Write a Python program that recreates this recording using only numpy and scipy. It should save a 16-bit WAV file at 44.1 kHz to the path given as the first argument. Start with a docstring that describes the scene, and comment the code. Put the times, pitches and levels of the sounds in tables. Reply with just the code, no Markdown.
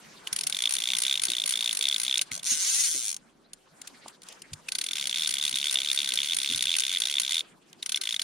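"""Over the quiet of a calm lake, a sleeve rustles and a click-and-pawl fly reel starts, close to the microphone.
It is wound in a small boat in spells of four or five turns a second, each turn running slack once.
Each tooth rings the pawl spring and sets the spool chattering; metal cracks and stray ticks fall between.
After the first spell the spool spins so fast that the clicks fuse into a whirr. The loose handle ticks,
the hull gives soft bumps of low, damped noise, and two faint gliding chirps come from far off."""
import sys
import numpy as np
from scipy import signal
from scipy.io import wavfile

SR = 44100
rng = np.random.default_rng(int(sys.argv[2]) if len(sys.argv) > 2 else 0)


def to_wav(sig):
    """Store sig (one row per channel, or 1-D mono) as 16-bit WAV at the path in sys.argv[1].

    Samples outside -1..1 are clipped; the rate is SR.
    """
    pcm = np.clip(np.atleast_2d(sig), -1, 1) * 32767
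    pcm = np.round(pcm).astype(np.int16)
    wavfile.write(sys.argv[1], SR, pcm.T)  # frames by channels


N = 362943
TIME = np.arange(N) / SR
CUTOFF_HZ = 16000  # upper end of the recorded band
CLICK_S = .007  # span over which click levels are reckoned
SPRING_HZ = 3600  # nominal pitch of the pawl spring
# How alike left and right are at the microphone. Each row: frequency in Hz, likeness (1 same, 0 unrelated).
LEFT_RIGHT_LIKENESS = [(200, 0.76), (700, 0.2), (2200, 0.45), (3700, 0.53), (5500, 0.45), (9000, -0.2)]


def from_db(db):
    """Decibels to gain."""
    return 10 ** (np.asarray(db) / 20)


def rms_one(x):
    """Scale to rms 1."""
    return x / np.sqrt(np.mean(x ** 2) + 1e-20)


def unit_energy(x):
    """Scale to energy 1."""
    return x / np.sqrt(np.sum(x ** 2) + 1e-20)


def in_time(rows):
    """The columns of a curve at every sample."""
    s, *columns = np.transpose(rows)
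    return [np.interp(TIME, s, c) for c in columns]


def at_hz(points, hz):
    """Read a spectrum on a log-frequency axis."""
    point_hz, values = np.transpose(points)
    return np.interp(np.log(hz), np.log(point_hz), values)


def add(out, s, sound):
    """Mix a short sound in at time s."""
    start = int(np.clip(round(s * SR), 0, N - 1))
    out[..., start:start + sound.shape[-1]] += sound[..., :N - start]


def high_pass(x, hz):
    """Take away the bass below hz."""
    return signal.sosfilt(signal.butter(2, hz, "high", fs=SR, output="sos"), x)


def drift(rate):
    """A slow random wander through `rate` chance values a second."""
    knots = rng.standard_normal(2000)
    return np.interp(TIME * rate, np.arange(len(knots)), knots)


def resonate(x, hz, width_hz):
    """A resonance with gain 1 on top."""
    r = np.exp(-np.pi * width_hz / SR)
    feed = np.array([1, 0, -1]) * (1 - r * r) / 2
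    feedback = [1, -2 * r * np.cos(2 * np.pi * hz / SR), r * r]
    return signal.lfilter(feed, feedback, x + 1e-18)


def stereo(mid, side, likeness):
    """Two unrelated signals to left and right of a given likeness."""
    c = np.clip(likeness, -1, 1)
    return np.sqrt(1 + c) * mid + np.sqrt(1 - c) * side * np.array([[1], [-1]])


def banded_noise(spectrum, patchy_db, flicker_rate):
    """Half-octave bands of stereo noise, each flickering on its own; rms 1."""
    out, white = 0, rng.standard_normal((2, 2, N))
    top_hz = min(spectrum[-1][0], CUTOFF_HZ)
    edges = 2 ** np.arange(np.log2(spectrum[0][0]), np.log2(top_hz) + 1 / 4, .5)
    for k, (low, high) in enumerate(zip(edges, edges[1:])):
        band = signal.butter(2, [low, high], "band", fs=SR, output="sos")
        mid, side = signal.sosfilt(band, white[k % 2])
        hz = np.sqrt(low * high)
        level = from_db(at_hz(spectrum, hz) + patchy_db * drift(flicker_rate))
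        out = out + level * stereo(mid, side, at_hz(LEFT_RIGHT_LIKENESS, hz))
    return rms_one(out)


def lake():
    """Water and air around the hull: low noise whose bands flicker."""
    # Each row: start in seconds, level in dB before a common gain.
    lake_level = [(0.0, -61), (3.92, -65.5), (5.82, -60), (8.23, -66)]
    # Each row: frequency in Hz, level in dB per Hz before scaling.
    lake_colour = [(25, -9), (110, -21), (160, -2.5), (260, -4), (600, -12.5), (1800, -19.5)]
    level_db, = in_time(lake_level)
    return from_db(level_db + 2.0) * banded_noise(lake_colour, patchy_db=4.0, flicker_rate=15)


def sleeve():
    """Sleeve and line rustle: noise whose bands flicker fast."""
    # Each row: time in seconds, level in dB before a common gain.
    rustle_level = [(0, -55), (0.25, -54), (2.27, -55.5), (3.22, -66), (3.45, -72), (3.72, -66),
                    (3.85, -57), (4.02, -59), (4.1, -54), (4.2, -70), (4.28, -54), (4.45, -60.5),
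                    (4.6, -59.5), (7.45, -58.5), (7.6, -68.5), (7.8, -62.5)]
    # Each row: frequency in Hz, level in dB per Hz before scaling.
    rustle_colour = [(300, -9), (850, -4), (1500, -5), (4200, -10), (7500, -14.5), (9700, -3.5),
                     (15000, -37)]
    level_db, = in_time(rustle_level)
    return from_db(level_db + 3.0) * banded_noise(rustle_colour, patchy_db=4.5, flicker_rate=40)


def chatter(t60, bounce_db, tail_db, crack_db=0, crack_t60=0.00088, bounce_s=.0026, attack_s=.00005):
    """A contact cracks, dissolves in tiny impacts, rebounds once and leaves a faint tail; energy near 1 each way."""
    t = TIME[:SR // 25]
    late = t - bounce_s * rng.uniform(0.29, 1.5)
    rebound_db = bounce_db + 2 * rng.standard_normal() - 60 * np.abs(late) / t60
    rebound = (late > 0) * from_db(rebound_db)
    crack = from_db(crack_db - 60 * t / crack_t60)
    impacts = from_db(-60 * t / t60)
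    tail = from_db(tail_db - 60 * t / .06)
    power = crack ** 2 + impacts ** 2 + rebound ** 2 + tail ** 2
    envelope = unit_energy(np.sqrt(power) * (1 - np.exp(-t / attack_s)))
    return envelope * rng.standard_normal((2, len(t)))


def spool(drive, low_cut_hz=900):
    """Spool and frame resonate under a two-way (mid, side) drive; a white drive roughly keeps its power."""
    # Each row: resonance in Hz, width in Hz, relative level in dB.
    spool_modes = [(990, 1500, -13), (1543, 54, 0), (2006, 316, -3), (3420, 1200, 2), (4496, 460, 4.5),
                   (5380, 570, 0.5), (6514, 630, 2), (7360, 660, -1.5), (8710, 340, 0.5), (9330, 470, 6.5),
                   (9640, 940, 6), (13600, 3500, -6.5)]
    out, power = 0, 0
    for k, (hz, width_hz, db) in enumerate(spool_modes):
        mid, side = resonate(drive, hz, width_hz)
        mode = stereo(mid, side, at_hz(LEFT_RIGHT_LIKENESS, hz))
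        out = out + (-1) ** k * from_db(db) * mode
        power += from_db(db) ** 2 * np.pi * width_hz / SR
    # so small a body radiates little bass
    return high_pass(out, low_cut_hz) / np.sqrt(power)


def spring_ring(hz, rattle_db, rattle_t60):
    """The pawl snaps down and rattles; its spring rings a little differently on every tooth; energy 1."""
    # Each row: nominal resonance in Hz, width in Hz, relative level in dB before chance.
    spring_modes = [(2200, 300, -15.5), (2800, 500, -13), (3340, 360, -2.5), (3620, 210, 2)]
    t = TIME[:SR // 50]
    rattle = unit_energy(from_db(-60 * t / rattle_t60)) * rng.standard_normal(len(t))
    snap = signal.unit_impulse(len(t)) + from_db(rattle_db) * rattle
    stretch = hz / SPRING_HZ * (1 + .021 * np.clip(rng.standard_normal(), -2, .9))
    strengths = from_db(2 * rng.standard_normal(len(spring_modes)))
    ring = np.zeros(len(t))
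    for k, (mode_hz, width_hz, db) in enumerate(spring_modes):
        ring += (-1) ** k * from_db(db) * strengths[k] * resonate(snap, mode_hz * stretch, width_hz)
    return unit_energy(ring)


def winding(teeth):
    """Each tooth scrapes under the pawl, then lets it snap down: the spring rings and the spool chatters."""
    spring_db, spool_db = 0.26, -0.74  # trims
    slide_db, slide_s = -46, 0.0042  # the scrape starts this long before the snap
    rim_hz, rim_width_hz, rim_db = 9750, 700, 4.0
    rings, drive, size = np.zeros(N), np.zeros((2, N)), np.sqrt(CLICK_S * SR)
    scrape = unit_energy(np.hanning(SR // 220))
    for s, ring_db, chatter_db, hz in teeth:
        ring = spring_ring(hz, rattle_db=-4, rattle_t60=.012)
        add(rings, s, size * from_db(ring_db + spring_db) * ring)
        burst = chatter(t60=0.013, bounce_db=-2.0, tail_db=-9.5, crack_db=0.5)
        # on a slack spool the spring barely rings and the blow sets the rim singing instead
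        slack = np.clip((chatter_db - ring_db) / 10, 0, 1)
        burst = burst + slack * from_db(rim_db) * resonate(burst, rim_hz, rim_width_hz)
        add(drive, s, size * from_db(chatter_db + spool_db) * burst)
        slide = scrape * rng.standard_normal((2, len(scrape)))
        add(drive, s - slide_s, size * from_db(slide_db) * slide)
    return high_pass(rings, 1500) + spool(drive)


def thud(hz, width_hz, t60, attack_s):
    """A soft blow: a push that builds and dies into a broad resonance, with the treble gone; peak 1."""
    t = TIME[:SR // 3]
    push = rng.standard_normal(len(t)) * (1 - np.exp(-t / attack_s)) * from_db(-60 * t / t60)
    sound = resonate(push, hz, width_hz)
    sound = signal.sosfilt(signal.butter(4, hz + width_hz / 2, fs=SR, output="sos"), sound)
    return sound / np.abs(sound).max()


def hull():
    """Soft blows on the hull: dull bumps and one light hollow knock."""
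    # Each row: start in seconds, peak in dB before a common gain, pitch in Hz.
    hull_bumps = [(.312, -50, 150), (1.272, -43, 285), (2.308, -44, 190), (2.507, -46, 190),
                  (2.94, -48, 330), (4.507, -42, 125), (5.512, -48, 240), (6.492, -42, 251),
                  (6.532, -47, 125)]
    # Each row: start in seconds, peak in dB, pitch in Hz.
    hollow_knock = [(4.058, -33, 942)]
    bump_db, width_per_hz = 4.5, 0.78
    out = np.zeros(N)
    for s, db, hz in hull_bumps:
        add(out, s, from_db(db + bump_db) * thud(hz, width_hz=width_per_hz * hz, t60=0.13, attack_s=0.016))
    for s, db, hz in hollow_knock:
        add(out, s, from_db(db) * thud(hz, width_hz=hz / 2, t60=.022, attack_s=.0005))
    return out


def tooth_times(start, end, count, ease):
    """Teeth passing in one part of a turn, while the spool gathers or loses speed."""
    part = np.arange(round(count)) / round(count)
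    return start + (end - start) * (part + ease * part * (1 - part))


def turning_teeth():
    """Every tooth of the turns: a slack spool chatters, one pushed then pulled by the hand rings the spring."""
    # Each row: start of slack, of push and of pull in seconds, teeth passing slack, pushed and pulled,
    # spring ring at the bite, in mid turn and at the end in dB before chance and trim.
    handle_turns = [(0.468, 0.525, 0.588, 2, 3, 6, -28.5, -31, -21),
                    (0.692, 0.766, 0.873, 5, 6, 6, -33.5, -26.5, -25),
                    (0.967, 1.035, 1.155, 4, 8, 3, -28.5, -23.5, -25.5),
                    (1.218, 1.284, 1.399, 4, 7, 3, -28, -29, -27.5),
                    (1.459, 1.538, 1.676, 5, 8, 3, -26, -25.5, -26.5),
                    (1.728, 1.81, 1.926, 4, 8, 3, -28, -26, -26),
                    (1.981, 2.049, 2.156, 4, 7, 3, -31.5, -24.5, -23.5),
                    (4.839, 4.864, 4.955, 1, 4, 8, -30.5, -32.5, -30),
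                    (5.071, 5.095, 5.159, 1, 4, 9, -27.5, -30, -26.5),
                    (5.273, 5.324, 5.412, 3, 6, 6, -32.5, -30, -27.5),
                    (5.493, 5.527, 5.656, 2, 9, 4, -29.5, -28.5, -26),
                    (5.71, 5.756, 5.847, 3, 6, 6, -22, -31, -24.5),
                    (5.929, 5.975, 6.03, 3, 4, 7, -23, -31, -26),
                    (6.137, 6.174, 6.286, 2, 8, 5, -23.5, -31, -24.5),
                    (6.345, 6.386, 6.489, 2, 7, 6, -29, -29.5, -25.5),
                    (6.559, 6.592, 6.67, 2, 5, 8, -27.5, -26.5, -24),
                    (6.765, 6.821, 6.894, 3, 5, 8, -30.5, -30, -24.5),
                    (6.983, 7.019, 7.071, 2, 3, 9, -25.5, -32.5, -22.5),
                    (7.198, 7.233, 7.308, 2, 5, 8, -28.5, -28, -26.5),
                    (8.013, 8.036, 8.108, 1, 4, 3, -33, -28.5, -28)]
    # When the hand halts, in seconds.
    hand_stops = [2.2116, 7.4055, 8.1615]
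    # How much the spool gathers speed through slack, push and pull, as a share (negative: it slows).
    speed_gain = [.06, .03, -.07]
    # Each row: time in seconds, spool chatter while slack and while driven in dB before chance and trim.
    chatter_level = [(2.2, -26, -30), (4.8, -26.5, -29.5)]
    slack_ring_db = -52.5
    ring_spread_db, chatter_spread_db = 1.47, 2.3  # from tooth to tooth
    rows, breaks = [], [turn[0] for turn in handle_turns] + hand_stops
    chatter_s, *levels = np.transpose(chatter_level)
    for turn in handle_turns:
        starts, counts, ring_db = turn[:3], turn[3:6], turn[6:]
        ends = [*starts[1:], min(s for s in breaks if s > starts[-1])]
        slack, push, pull = map(tooth_times, starts, ends, counts, speed_gain)
        slack_db, taut_db = (np.interp(starts[0], chatter_s, db) for db in levels)
        rows += [(s, slack_ring_db, slack_db) for s in slack]
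        taut = np.concatenate([push, pull])
        rings = np.interp(np.linspace(0, 2, len(taut)), [0, 1, 2], ring_db)
        rows += [(s, db, taut_db) for s, db in zip(taut, rings)]
    teeth = []
    for (s, ring, chat), (a, b) in zip(rows, rng.standard_normal((len(rows), 2))):
        teeth.append((s, ring + ring_spread_db * a, chat + chatter_spread_db * b, SPRING_HZ))
    return teeth


def stray_ticks(teeth, share=0.41, tick_db=-37):
    """The spool has play on its spindle: now and then it ticks once more shortly after a tooth."""
    drive = np.zeros((2, N))
    for (s, *_), (chance, place) in zip(teeth, rng.random((len(teeth), 2))):
        tick = chatter(t60=0.005, bounce_db=-28.0, tail_db=-18.5)
        if chance < share:
            add(drive, s + CLICK_S * (.5 + place), np.sqrt(CLICK_S * SR) * from_db(tick_db) * tick)
    return spool(drive)


def cracks(bright_hz=6500, bright_width_hz=4000, bright_db=3.5):
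    """The loose spool hits its frame: metal meets metal once, dry, with almost no chatter."""
    # Each row: start in seconds, drive level in dB over CLICK_S before the bright resonance.
    frame_hits = [(1.887, -21), (2.18, -25), (6.7975, -21), (7.322, -26)]
    drive = np.zeros((2, N))
    for s, db in frame_hits:
        hit = chatter(t60=0.0022, bounce_db=-29.5, tail_db=-30)
        add(drive, s, np.sqrt(CLICK_S * SR) * from_db(db) * hit)
    return spool(from_db(bright_db) * resonate(drive, bright_hz, bright_width_hz))


def handle(rattle_db=9, rim_db=-3):
    """The handle rattles on its pin: light metal ticks that leave the rim ringing."""
    # Each row: start in seconds, level in dB before the rattle and rim gains.
    handle_ticks = [(2.2174, -11.5), (3.5326, -25.5), (3.8152, -23.5), (3.8728, -22.5), (4.0806, -25),
                    (4.2185, -34), (4.232, -31), (4.2666, -38), (4.286, -25), (4.3233, -29.5),
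                    (4.419, -24.5), (4.5326, -17.5)]
    # Handle and rim. Each row: pitch in Hz, relative level in dB before chance, 60 dB decay in seconds.
    rim_modes = [(4950, -19.5, 0.027), (7170, -20, 0.046), (8750, -22.5, 0.043), (9600, -25, 0.037)]
    drive, rings, t = np.zeros((2, N)), np.zeros((2, N)), TIME[:SR // 5]
    for s, db in handle_ticks:
        add(drive, s, from_db(db + rattle_db) * chatter(t60=0.019, bounce_db=1.5, tail_db=-24))
        for hz, mode_db, t60 in rim_modes:
            # left and right differ by chance
            strength = from_db(db + rim_db + mode_db + rng.normal(0, 2.3, (2, 1)))
            add(rings, s, strength * np.sin(2 * np.pi * hz * t) * from_db(-60 * t / t60))
    return spool(drive) + rings


def spinning(speed, level_db, db_per_octave=5.5):
    """Teeth pass at the spool's speed, louder when faster; like bursts fuse into a rough whirr."""
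    rasp_hz, rasp_width_hz, rasp_db = 6200, 1500, 7.0
    rim_hz, rim_width_hz, rim_db = 8660, 320, 1.0
    # the hand bears hardest on the spool as it sets it spinning
    shove_s, shove_length_s, shove_db = 2.51, 0.06, 2.5
    # the free spool runs a little out of true and swells once a turn
    teeth_per_turn, swell_db, loudest_tooth = 16, 1, 15.8
    memory = .8  # how far each burst resembles the one before
    rate, = in_time(speed)
    turning = (TIME > speed[0][0]) & (TIME < speed[-1][0])
    teeth = np.flatnonzero(np.diff(np.floor(np.cumsum(rate * turning) / SR)))
    drive, burst = np.zeros((2, N)), 0
    for k, i in enumerate(teeth, 1):
        # the contact changes little by little as the spool goes round
        fresh = chatter(t60=.015, bounce_db=-6, tail_db=-18)
        burst = memory * burst + np.sqrt(1 - memory ** 2) * fresh
        # level_db holds at 200 teeth a second
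        db = level_db + db_per_octave * np.log2(rate[i] / 200) + rng.standard_normal()
        db += swell_db * np.cos(2 * np.pi * (k - loudest_tooth) / teeth_per_turn)
        db += shove_db * np.exp(-((i / SR - shove_s) / shove_length_s) ** 2)
        add(drive, i / SR, np.sqrt(SR / rate[i]) * from_db(db) * burst)
    # the pawl only skims the tips of the teeth, which brings out the upper middle resonances and the rim
    rasp = from_db(rasp_db) * resonate(drive, rasp_hz, rasp_width_hz)
    rim = from_db(rim_db) * resonate(drive, rim_hz, rim_width_hz)
    return spool(drive + rasp + rim, low_cut_hz=590)


def fast_spins():
    """A short flick of the spool, then the long spin."""
    # Each row: time in seconds, teeth per second.
    flick_speed = [(2.316, 128), (2.36, 90), (2.385, 40)]
    # Each row: time in seconds, teeth per second.
    spin_speed = [(2.431, 67.6), (2.47, 190.2), (2.51, 219.2), (2.535, 222.1), (2.56, 134.3),
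                  (2.585, 163.2), (2.63, 210.2), (2.68, 253.1), (2.74, 268.0), (2.8, 292.2), (2.86, 267.6),
                  (2.89, 188.5), (2.94, 138.3), (3.02, 118.5), (3.09, 95.9), (3.13, 67.9), (3.17, 32.9)]
    return spinning(flick_speed, level_db=-32.5) + spinning(spin_speed, level_db=-33)


def facing(reel_sound, edge_hz=7000):
    """The top treble is beamed, so it changes as the reel is held nearer the microphone or turned."""
    # Each row: time in seconds, top treble gain in dB, its left-right balance in dB.
    reel_facing = [(2.2, 1, 2), (3.1, 7, 3.5), (4.7, -0.5, 2)]
    top_db, balance_db = in_time(reel_facing)
    top = signal.sosfiltfilt(signal.butter(4, edge_hz, "high", fs=SR, output="sos"), reel_sound)
    gain = from_db(top_db + balance_db * np.array([[.5], [-.5]]))
    return reel_sound + top * (gain - 1)


def reel():
    """The whole reel close to the microphone: wound, rattling, cracking and spun."""
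    # Lone clicks as the spool creeps or halts. Each row: start in seconds, ring of the pawl spring in dB
    # and chatter of the spool in dB, both before trim, nominal pitch of the ring in Hz.
    lone_clicks = [(.272, -31.5, -30.5, 3150), (.328, -35, -25, 5700), (.362, -37, -25.5, 4560),
                   (.388, -36, -28, 5460), (.41, -35, -28, 5150), (.435, -32, -28.5, 5220),
                   (2.213, -55, -22.5, 3600), (2.316, -33, -31.5, 2160), (2.395, -40.5, -41, 3550),
                   (2.431, -48, -38.5, 3600), (4.686, -31, -30, 2690), (4.72, -32, -26.5, 4700),
                   (4.751, -32.5, -24.5, 4800), (4.785, -32.5, -25.5, 4800), (4.813, -32, -25, 4150),
                   (7.407, -27, -39.5, 3570), (7.732, -55, -68, 3860), (7.827, -32.5, -31.5, 3770),
                   (7.861, -36, -28.5, 5750), (7.893, -31.5, -26.5, 3560), (7.92, -33, -24.5, 3640),
                   (7.945, -22, -35, 3430), (7.959, -33, -26, 5940), (7.973, -29, -30, 3430),
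                   (8.163, -27, -31.5, 3680), (8.195, -27.5, -27.5, 3560), (8.217, -31.5, -26.5, 4600)]
    teeth = turning_teeth()
    wound = winding(teeth + lone_clicks) + stray_ticks(teeth)
    return facing(wound + cracks() + handle() + fast_spins())


def bird():
    """Faint chirps, probably a far bird: short, nearly pure glides that swell and fade."""
    # Each row: start in seconds, length in seconds, first pitch in Hz, last pitch in Hz, peak in dB.
    far_chirps = [(3.436, .045, 3650, 4500, -63), (7.772, .06, 5400, 3950, -62)]
    out = np.zeros(N)
    for s, length_s, first_hz, last_hz, db in far_chirps:
        hz = np.geomspace(first_hz, last_hz, int(length_s * SR))
        tone = np.sin(2 * np.pi * np.cumsum(hz) / SR)
        add(out, s, from_db(db) * np.hanning(len(hz)) * tone)
    return out


def scene():
    """The reel, hull and far bird over the quiet of the lake."""
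    return lake() + sleeve() + reel() + hull() + bird()


def record(dry, port_hz=10800, top_db=-8.0):
    """The microphone ports lose some of the top treble; the band ends steeply."""
    below = signal.sosfiltfilt(signal.butter(8, port_hz, fs=SR, output="sos"), dry)
    heard = below + from_db(top_db) * (dry - below)
    return signal.sosfilt(signal.ellip(10, .2, 80, CUTOFF_HZ, fs=SR, output="sos"), heard)


dry = scene()
out = record(dry)
to_wav(out)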